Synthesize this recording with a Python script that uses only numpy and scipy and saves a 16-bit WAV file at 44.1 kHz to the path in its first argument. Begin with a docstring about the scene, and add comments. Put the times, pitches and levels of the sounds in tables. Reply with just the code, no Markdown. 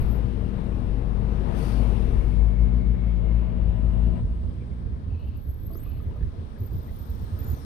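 """A car's engine waits, pulls away and brakes again in slow city traffic, heard in the cabin on a phone's two ports.
Sums of firing orders make this engine and the two alongside; sines ring the knocks and the bumps under the wheels.
Resonated noise makes very high brake squeals, squeaks, rubbing, chirps and whines; thin clean tones are sines.
Noise under moving spectra makes traffic wash, road rumble, tyre hiss and one nearby burst of compressed air.
Part way through, traffic, engines, whines and thin tones abruptly lose bass and mids at the left port."""
import sys
import numpy as np
from scipy import signal
from scipy.fft import rfft, irfft
from scipy.io import wavfile
from scipy.ndimage import uniform_filter1d

SR = 44100
rng = np.random.default_rng(int(sys.argv[2]) if len(sys.argv) > 2 else 0)


def dump_mix(stems):
    """Bounce the given channels to the path in sys.argv[1] as a 16-bit WAV at rate SR."""
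    frames = np.atleast_2d(stems).T  # one column per channel
    limited = np.clip(frames, -1, 1)  # hard clip at full scale
    pcm = np.round(limited * 32767).astype(np.int16)
    wavfile.write(sys.argv[1], SR, pcm)


N = 337358  # samples
EDGE_HZ = 15700  # upper band limit

# Bumps under the wheels. Each row: start in seconds, level in dB, pitch in Hz.
BUMPS = [(4.506, -34, 69), (4.598, -34, 64.6), (4.777, -24, 64), (4.848, -17.5, 65.7), (4.919, -21.5, 85),
         (4.979, -25.5, 77), (5.061, -21.5, 79.6), (5.119, -20, 83.6), (5.22, -21.5, 83.3),
         (5.271, -23.5, 75.3), (5.335, -23, 69), (5.478, -18.5, 69.4), (5.629, -23, 80.4),
         (5.695, -30.5, 68), (5.943, -24, 84.7), (6.064, -17.5, 81), (6.249, -20, 82.3), (6.375, -20.5, 79),
         (6.598, -22, 98), (6.746, -16.5, 88), (6.863, -24, 78), (6.963, -29.5, 80.7), (7.086, -22, 82.6),
         (7.202, -20.5, 70), (7.318, -20, 91.5), (7.395, -27.5, 64), (7.47, -22.5, 77)]


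def amp(db):
    """Decibels to gain."""
    return 10 ** (np.asarray(db) / 20)


def evened(x):
    """Scales to rms 1."""
    return x / np.sqrt(np.mean(x ** 2) + 1e-20)


def read(points, hz):
    """Reads every column of a spectrum table on a log-frequency axis."""
    table_hz, *columns = np.transpose(points)
    return np.array([np.interp(np.log(hz + 1), np.log(table_hz + 1), column) for column in columns])


def shaped(points, hz, lift_db=0):
    """Power spectrum at each port, mean 1 over both."""
    power = amp(read(points, hz) + lift_db) ** 2
    return (power / power.mean())[..., None]


def played(rows):
    """First sample of a curve table, and its columns at every sample."""
    s, *columns = np.transpose(rows)
    first = round(s[0] * SR)
    t = np.arange(first, min(round(s[-1] * SR), N)) / SR
    return first, [np.interp(t, s, column) for column in columns]


def arch(start, length, peak_db, ends_db):
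    """First sample, progress 0-1, and a level that lies ends_db under its peak at both ends."""
    progress = np.linspace(0, 1, round(min(length, N / SR - start) * SR))
    return round(start * SR), progress, peak_db - ends_db * (2 * progress - 1) ** 2


def add(mix, at, sound):
    """Mixes a two-channel sound in from sample at."""
    mix[:, at:at + sound.shape[1]] += sound[:, :N - at]


def panned(x, pan_db):
    """Splits a sound over the ports; pan_db is left minus right."""
    return np.array([x * amp(pan_db / 2), x / amp(pan_db / 2)])


def wander(count, width_s):
    """Slow random drift of rms 1: noise through two running means."""
    width = int(width_s * SR)
    once = uniform_filter1d(rng.standard_normal(count), width)
    return evened(uniform_filter1d(once, width))


def resonate(x, hz, width):
    """A resonance at a fixed or moving pitch: shifts hz down to zero, smooths twice, shifts back."""
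    turn = np.exp(2j * np.pi * np.cumsum(hz * np.ones(len(x))) / SR)
    r = np.exp(-np.pi * width / SR)
    smooth = signal.lfilter([(1 - r) ** 2], [1, -2 * r, r * r], x / turn)
    return 2 * (turn * smooth).real


def pair(count, same):
    """White noise at two ports, partly alike."""
    a, b = rng.standard_normal((2, count))
    return np.array([a, same * a + np.sqrt(1 - same ** 2) * b])


def whistle(hz, db, pan_db, width_hz, flutter_db, overtone_db=None):
    """Irregular slips ring a narrow resonance: a fuzzy, fluttering whistle, only partly alike at the ports."""
    slips = pair(len(db), 0.51)
    ring = np.array([evened(resonate(x, hz, width_hz)) for x in slips])
    if overtone_db is not None:
        high_hz = np.minimum(2 * hz, EDGE_HZ)
        overtone = np.array([evened(resonate(x, high_hz, 2 * width_hz)) for x in slips])
        ring += amp(overtone_db) * (2 * hz < EDGE_HZ) * overtone  # silent above the band limit
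    shape = amp(db + flutter_db * wander(len(db), 0.0071)) * signal.windows.tukey(len(db), .1)
    return ring * panned(shape, pan_db)


def engine(rows, orders, uneven_db, uneven_s):
    """Sines at orders of the firing rate; uneven burning makes each one flutter."""
    at, (hz, load_db) = played(rows)
    turns = np.cumsum(hz) / SR
    out = 0
    for k, left_db, right_db in orders:
        order = amp(uneven_db * wander(len(hz), uneven_s)) * np.sin(2 * np.pi * k * turns)
        out = out + amp([[left_db], [right_db]]) * order
    fade_out = np.minimum(np.arange(len(hz), 0, -1) / (.1 * SR), 1)
    return at, np.sqrt(2) * amp(load_db) * out * fade_out


def own_engine():
    """The cabin's own engine, its firing rate rising to pull away and falling again."""
    # Each row: time in seconds, firing rate in Hz, load in dB.
    run = [(0, 27.5, -42), (1, 27, -34), (1.95, 27, -36.5), (2.1, 29, -26), (2.25, 41, -27.5),
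           (2.35, 54, -30), (2.48, 59.5, -31), (2.68, 60.5, -23.5), (2.93, 60.5, -25.5), (3.1, 57.5, -26.5),
           (3.77, 58, -27), (3.92, 59, -27), (4.17, 58.5, -24.5), (4.35, 57.5, -27), (4.65, 61, -30),
           (4.85, 57, -28.5), (5.2, 40.5, -34.5), (5.6, 29.5, -29), (7.65, 25.5, -40)]
    # Each row: multiple of the firing rate, left and right level in dB relative to the load.
    orders = [(.5, -26, -43), (1, 0.5, -5.5), (2, -16, -8), (2.5, -24, -33), (3, -5.5, -21.5),
              (3.5, -17, -39.5), (4, -12, -28), (6, -24, -36.5), (9.5, -33, -39.5)]
    return engine(run, orders, uneven_db=0.28, uneven_s=0.068)


def left_car():
    """An engine alongside, stronger at the left port, that beats against the own engine."""
    # Each row: time in seconds, firing rate in Hz, load in dB.
    run = [(0, 57, -23), (.2, 55.6, -19.5), (.5, 53.5, -30), (.9, 50.47, -24.5), (1.3, 51.3, -20),
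           (1.55, 50.9, -25), (1.8, 52.6, -15), (2.1, 52.53, -21), (2.4, 53.31, -16.5), (3, 53.42, -21),
           (3.2, 54.26, -16.5), (3.5, 54.62, -22), (3.75, 53.18, -17.5), (4.3, 55.01, -21),
           (4.6, 57.5, -60.5)]
    # Each row: multiple of the firing rate, left and right level in dB relative to the load.
    orders = [(1, 0.5, -15.5), (2, -16, -31.5)]
    return engine(run, orders, uneven_db=1.72, uneven_s=0.05)


def truck():
    """A truck engine alongside, with many orders and a slower flutter."""
    # Each row: time in seconds, firing rate in Hz, load in dB.
    run = [(0, 38.44, -38.5), (.45, 39.04, -35.5), (.9, 39.43, -36), (1.4, 40.36, -37.5),
           (1.75, 39.44, -36), (2.1, 38.9, -31.5), (2.35, 37.97, -40.5), (2.7, 37.54, -46)]
    # Each row: multiple of the firing rate, left and right level in dB relative to the load.
    orders = [(2, -1, -15.5), (3, 2, -18), (4, -10.5, -17), (5, -0.5, -19), (6, -2.5, -22), (7, -20.5, -31),
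              (8, -11.5, -30), (9, -14.5, -36), (10, -14.5, -32), (11, -19.5, -29), (12, -12.5, -25)]
    return engine(run, orders, uneven_db=2.5, uneven_s=0.24)


def squeal(disc, start, held, catch_db, last_db, fade):
    """Pad and disc slip against each other and excite one disc mode."""
    hz, width_hz, pan_db, flutter_db = disc
    catch_s, gone_db = 0.019, 35  # the pad bites this fast; it rises and fades by gone_db
    at, (db,) = played([(start, catch_db - gone_db),
                        (start + catch_s, catch_db),
                        (start + held, last_db),
                        (start + held + gone_db / fade, last_db - gone_db)])
    db = db[max(-at, 0):]  # drop what lies before time zero
    db = db + 1.5 * wander(len(db), 0.035)  # stutter
    return max(at, 0), whistle(hz, db, pan_db, width_hz, flutter_db)


def knock(s, db, hz, t60, pan_db):
    """A dying ring that starts within a cycle or two, roughened by rattle."""
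    t = np.arange(12000) / SR
    rattle = evened(resonate(rng.standard_normal(len(t)), hz, 0.4 * hz))
    decay = amp(db - 60 * t / t60)
    onset = 1 - np.exp(-t * hz / 0.79)
    ring = decay * onset * (np.sin(2 * np.pi * hz * t) + 0.33 * rattle)
    return round(s * SR), panned(ring, pan_db)


def bump(s, db, hz):
    """A low knock under the wheels, nearly even at the two ports."""
    return knock(s, db, hz, t60=0.22, pan_db=1.5)


def squeak(rows):
    """A rough, broken whistle with an overtone, whose pitch wobbles around its slide."""
    at, (hz, db) = played(rows)
    hz = hz * (1 + .025 * wander(len(hz), 0.01))
    return at, whistle(hz, db, pan_db=9, width_hz=.055 * hz.mean(), flutter_db=2.5, overtone_db=-5)


def rub(start, length, level_db, pan_db):
    """Grainy slips ring a few broad resonances that shift unevenly."""
    # Each row: resonance in Hz before it shifts, width in Hz, relative level in dB.
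    ring_rows = [(2670, 300, 0), (2900, 230, -4.5), (4300, 590, -8.5)]
    at, progress, db = arch(start, length, level_db, ends_db=9)
    slips = rng.standard_normal(len(db)) * amp(2.5 * wander(len(db), 0.003))
    rise = 1 + 0.04 * (progress - .5) + 0.025 * wander(len(db), .04)
    rings = sum(amp(ring_db) * evened(resonate(slips, hz * rise, width)) for hz, width, ring_db in ring_rows)
    return at, panned(amp(db) * rings * signal.windows.tukey(len(db), .3), pan_db)


def whine(start, length, first_hz, last_hz, width_hz, peak_db, pan_db):
    """A soft fuzzy whistle that swells, fades and may drift in pitch."""
    at, progress, db = arch(start, length, peak_db, ends_db=4)
    hz = first_hz + (last_hz - first_hz) * progress
    return at, whistle(hz, db, pan_db, width_hz, flutter_db=1.5)


def chirp(s, db, hz):
    """A short faint chirp of cabin trim: noise in one resonance at a steady pitch."""
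    return whine(s, .035, hz, hz, width_hz=260, peak_db=db, pan_db=5)


def thin_tone(start, length, first_hz, final_hz, settle_s, peak_db, pan_db):
    """A sine of slightly wavering level that settles on its pitch, as gears whine or a brake sings."""
    at, progress, db = arch(start, length, peak_db, ends_db=4)
    hz = final_hz + (first_hz - final_hz) * np.exp(-progress * length / settle_s)
    sine = np.sqrt(2) * np.sin(2 * np.pi * np.cumsum(hz) / SR)
    sine = sine * signal.windows.tukey(len(progress), .1)
    return at, panned(sine * amp(db + 2.0 * wander(len(progress), .03)), pan_db)


def air(t):
    """Power of a burst of compressed air nearby: sudden, held, dying, with a weaker lingering leak."""
    start_s, held_s, shut_s = 1.575, 0.12, 2.35  # the valve shuts at shut_s
    rise, fade, leak_fade = 310, 82, 6.1  # dB per second
    since = np.maximum(t - start_s - held_s, 0)
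    burst = amp(-52 - fade * since) ** 2
    leak = amp(-60 - leak_fade * since - fade * np.maximum(t - shut_s, 0)) ** 2
    return (burst + leak) / amp(rise * np.maximum(start_s - t, 0)) ** 2


def tyres(t):
    """Power of the tyre hiss: a far bed, and vehicles that swell and fade past the window."""
    # Each row: reference time in seconds, level there in dB, swell before it and fade after it
    # in dB per second (a negative fade goes on rising).
    passes = [(0, -51.5, 30, 33), (.6, -55, 3, 5), (1.699, -45.5, 33, 19.5), (4.5, -58, 11, 8),
              (6.0, -72, 11, 7), (7.3, -47.5, 10, -3)]
    power = amp(-63) ** 2  # far bed
    for s, db, swell, fade in passes:
        drop_db = np.where(t < s, swell * (s - t), fade * (t - s))
        power = power + amp(db - drop_db) ** 2
    return power


def jolts(t):
    """How hard the bumps shake the body, around its mean from the first bump on."""
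    jolt_s = 0.031
    shake = sum(amp(db) * np.exp(-((t - s - jolt_s / 2) / jolt_s) ** 2) for s, db, hz in BUMPS)
    shake = shake / shake.max()
    rolling = t > BUMPS[0][0]
    return shake - shake[rolling].mean() * rolling


def street():
    """Wash, hiss, air and rumble: noise under moving spectra with drifting patches, partly alike at the ports."""
    # Spectra at the two ports. Each row: frequency in Hz, left and right relative level in dB.
    wash_spectrum = [(25, -27.5, -37), (57.7, -14, -19.5), (133, -3.5, -15.5), (169, -8.5, -23.5),
                     (237, -11.5, -23), (342, -17.5, -28.5), (455, -15, -29), (760, -24, -39),
                     (1073, -26, -36), (1220, -32.5, -42.5), (1780, -34.5, -47), (2610, -38, -58),
                     (3800, -44.5, -66.5), (6540, -67, -84), (14000, -92.5, -100)]
    hiss_spectrum = [(300, -41.5, -53), (676, -20, -42.5), (1340, -27.5, -38), (2000, -40.5, -45.5),
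                     (3950, -38, -58), (5800, -44, -65), (7490, -53, -78), (8490, -43.5, -75.5),
                     (9700, -47.5, -58), (13000, -56.5, -60.5), (15500, -65, -81)]
    air_spectrum = [(1492, -36.5, -59.5), (2800, -37.5, -53.5), (4570, -39.5, -56), (6440, -42.5, -64.5),
                    (7300, -57, -74), (8400, -41, -67.5), (10200, -41, -47), (12600, -49, -59),
                    (15600, -49, -79)]
    rumble_spectrum = [(20.5, 13.5, -7.5), (41.7, 6, 6.5), (59, 12, 10), (86.8, 15.5, 13.5),
                       (111, 12.5, -5.5), (149, -1, -3), (203, -20.5, -30.5), (400, -43.5, -61.5),
                       (1500, -110, -110)]
    # Cabin resonances. Each row: frequency in Hz, width in Hz, lift in dB.
    panels = [(227, 133, 4.5), (356.3, 22.6, 5), (451.5, 7.5, 3), (653, 40, 2.5), (813, 9.5, 8),
              (1251, 9.5, 9), (1660.5, 11, 4), (2180, 150, 0), (2420, 270, 0)]
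    # Likeness of the ports. Each row: frequency in Hz, left-right likeness from 0 to 1.
    likeness = [(50, 0.9), (100, 0.8), (200, 0.8), (450, 0.82), (1200, 0.48), (2000, 0.25), (5000, 0.16)]
    # Traffic wash before bass evening and shaking. Each row: time in seconds, level in dB.
    wash_level = [(0, -31.5), (.35, -34.5), (1.2, -34.5), (1.6, -29), (1.95, -31), (2.6, -36.5),
                  (4.1, -36.5), (4.6, -34.5), (5.45, -38.5), (6.2, -34), (7.1, -36.5), (7.5, -32),
                  (7.65, -35.5)]
    # Road rumble before lumps and jolts, mostly weak while the car waits. Each row: time in seconds, level in dB.
    rumble_level = [(0, -22.5), (.3, -41), (1.0, -34.5), (1.85, -53.5), (2.151, -28.5), (2.8, -42),
                    (3.5, -34), (4.25, -25), (4.55, -28), (4.9, -28.5), (5.5, -26), (6.05, -21),
                    (6.35, -30.5), (6.7, -26), (7.15, -25.5), (7.5, -20), (7.65, -29.5)]
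    bass_follows, bass_hz = 0.24, 224  # well under bass_hz the wash follows its swells only by this share
    lag_s = 0.00041  # the shared sound reaches the right port later

    hz, t, (left, other) = signal.stft(rng.standard_normal((2, N)), SR, nperseg=2048, noverlap=1536)
    rows_hz = hz[:, None]
    wash = amp(np.interp(t, *np.transpose(wash_level))) ** 2
    rumble = amp(np.interp(t, *np.transpose(rumble_level))) ** 2
    wash = wash * (wash.mean() / wash) ** ((1 - bass_follows) / (1 + (rows_hz / bass_hz) ** 4))

    # Rumble and lower wash swell and sink in random lumps throughout; the bumps jolt both too.
    lumps = evened(uniform_filter1d(rng.standard_normal(len(t)), size=3))
    jolt = jolts(t)
    wash = wash * amp(1.8 * lumps / (1 + (rows_hz / 300) ** 2)) ** 2
    wash = wash * amp(5.5 * jolt / (1 + (rows_hz / 700) ** 2)) ** 2
    rumble = rumble * amp(3.68 * lumps + 8.5 * jolt) ** 2

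    panels_db = sum(db / (1 + (2 * (hz - f) / width) ** 2) for f, width, db in panels)
    power = shaped(wash_spectrum, hz, panels_db) * wash
    power = power + shaped(hiss_spectrum, hz, panels_db) * tyres(t)
    power = power + shaped(air_spectrum, hz, panels_db) * air(t)
    power = power + shaped(rumble_spectrum, hz) * rumble

    patches = uniform_filter1d(rng.standard_normal(left.shape), size=30, axis=0)
    patches = evened(uniform_filter1d(patches, size=8, axis=1))
    same = read(likeness, hz)[0][:, None]
    lagged = left * np.exp(-2j * np.pi * rows_hz * lag_s)
    right = same * lagged + np.sqrt(1 - same ** 2) * other
    spectra = np.array([left, right]) * np.sqrt(power) * amp(0.9 * patches)
    return signal.istft(spectra, nperseg=2048, noverlap=1536)[1][:, :N]


def thinned(x):
    """The left port turns thin: bass and mids drop in a crossfade to a filtered copy within 23 ms."""
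    # Each row: frequency in Hz, change at the left port in dB.
    thinning = [(30, -44), (55, -6), (90, -16), (250, -5.5), (700, -11), (1400, -7), (2800, -10),
                (3400, -4), (5000, -2.5)]
    start_s, turn_s = 4.2, 0.023
    gain = amp(read(thinning, np.fft.rfftfreq(N, 1 / SR))[0])
    thin = irfft(rfft(x[0]) * gain, N)
    share = np.clip((np.arange(N) / SR - start_s) / turn_s, 0, 1)
    return np.array([(1 - share) * x[0] + share * thin, x[1]])


def scene():
    """Traffic, engines, whines and tones pass the changing port; squeals, bumps and cabin noises join."""
    # Brake squeals. Each row: start in seconds, held in seconds, level in dB when it catches,
    # level in dB when it lets go, fade in dB per second.
    squeals = [(-.04, 0.072, -55, -60, 170), (.06, 0.072, -71, -56, 298.5), (5.17, 0.12, -80, -75, 251),
               (5.33, 0.49, -65, -57.5, 71), (5.94, .5, -90, -92, 151.5), (6.56, 0.6, -63, -66, 41),
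               (6.902, .1, -69, -71.5, 116.5), (7.17, .12, -88, -80, 311), (7.31, .08, -79, -78, 170),
               (7.368, 0.11, -53.5, -50, 136)]
    # Disc modes, one for each squeal. Each row: pitch in Hz, width in Hz, left minus right in dB, flutter in dB.
    discs = [(11370, 70, 2, 2), (12320, 70, 6, 2), (12620, 150, 6, 3), (12860, 65, 6, 2.5),
             (14720, 70, 14, 3), (12120, 75, 4, 2.5), (11100, 40, 1, 2), (14290, 60, 12, 2),
             (14650, 60, 12, 2), (11990, 190, 4, 3)]
    # Sliding squeaks, one list each. Each row: time in seconds, pitch in Hz before wobble, level in dB.
    squeaks = [
        [(5.7, 4000, -84.5), (5.748, 4750, -66.5), (5.762, 6100, -71), (5.792, 6740, -71), (5.803, 8850, -68),
         (5.828, 8200, -70), (5.838, 9800, -67), (5.85, 10000, -77)],
        [(7.43, 6500, -74), (7.515, 7000, -74), (7.545, 6430, -69), (7.585, 5830, -69), (7.625, 5430, -64),
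         (7.65, 5270, -68)],
    ]
    # Something rubs in the cabin. Each row: start in seconds, length in seconds, level in dB, left minus right in dB.
    rubs = [(5.068, 0.38, -67.5, 7), (5.8, 0.216, -67, 6)]
    # Cabin knocks. Each row: start in seconds, level in dB, pitch in Hz, 60 dB decay in seconds,
    # left minus right in dB.
    knocks = [(5.702, -53, 660, .5, 8), (5.702, -55, 1110, .12, 6), (5.714, -44, 314, .2, 5),
              (5.753, -32, 364, .047, 2), (5.754, -40, 1230, .016, 7), (5.863, -55, 1180, .08, 2),
              (5.892, -47, 420, .051, 4), (6.002, -42, 1235, .022, 6), (6.109, -50, 950, .064, 0),
              (6.158, -46, 590, .16, 5), (6.161, -53, 1220, .08, -1), (6.184, -47, 480, .13, 9),
              (6.215, -40, 393, .1, 1), (6.34, -51, 655, .087, 4), (7.388, -53.5, 1300, .03, 10),
              (7.485, -55, 1520, .05, 13)]
    # Chirps of trim in the cabin. 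Each row: start in seconds, level in dB, pitch in Hz.
    chirps = [(4.6, -66, 2300), (4.705, -68, 2170), (6.1, -70, 2860), (6.205, -61.5, 1750),
              (6.555, -64, 1720), (6.875, -60, 1960)]
    # Fuzzy whines and hums heard with the traffic. Each row: start in seconds, length in seconds,
    # first and last pitch in Hz, width in Hz, level in dB, left minus right in dB.
    whines = [(1.8, 1.75, 2200, 2154, 130, -67, 16.5), (2.9, 1.8, 625, 640, 50, -60, 11),
              (3.2, 1.3, 2880, 2810, 230, -71, 11.5), (3.7, 1.15, 8400, 8100, 450, -85, 21.5),
              (1.75, .5, 2850, 2650, 500, -65.5, 14), (1.56, .27, 4700, 4490, 650, -65, 17),
              (.8, .45, 252, 274, 7, -46, 8.5), (1.3, .45, 160, 160, 7, -43, 12),
              (1.35, .33, 368, 358, 8, -47.5, 14)]
    # Thin clean tones. Each row: start in seconds, length in seconds, first and final pitch in Hz,
    # settling time in seconds, level in dB, left minus right in dB.
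    thin_tones = [(3.3, 1.2, 634, 642, .6, -58, 11), (3.2, 1.3, 975, 998, .6, -65, 6),
                  (6.98, .67, 5425, 5425, .5, -79, 13)]

    mix = street()
    for motor in (own_engine, left_car, truck):
        add(mix, *motor())
    for play, rows in ((whine, whines), (thin_tone, thin_tones)):
        for row in rows:
            add(mix, *play(*row))
    mix = thinned(mix)
    for disc, row in zip(discs, squeals):
        add(mix, *squeal(disc, *row))
    for rows in squeaks:
        add(mix, *squeak(rows))
    for play, rows in ((rub, rubs), (knock, knocks), (bump, BUMPS), (chirp, chirps)):
        for row in rows:
            add(mix, *play(*row))
    return mix


def record(dry):
    """Faint self-noise of each microphone port, then the band limit."""
    # Each row: frequency in Hz, left and right gain in dB on white noise of rms 1.
    self_noise = [(100.4, -83.5, -87.5), (6060, -79, -98), (9000, -89.5, -94), (12000, -100, -99),
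                  (16000, -104, -103)]
    gain = amp(read(self_noise, np.fft.rfftfreq(N, 1 / SR)))
    noise = irfft(rfft(rng.standard_normal(dry.shape)) * gain, N)
    low_pass = signal.firwin(1023, EDGE_HZ, window=("kaiser", 9), fs=SR)
    return signal.oaconvolve(dry + noise, low_pass[None], "same")


dry = scene()
out = record(dry)
dump_mix(out)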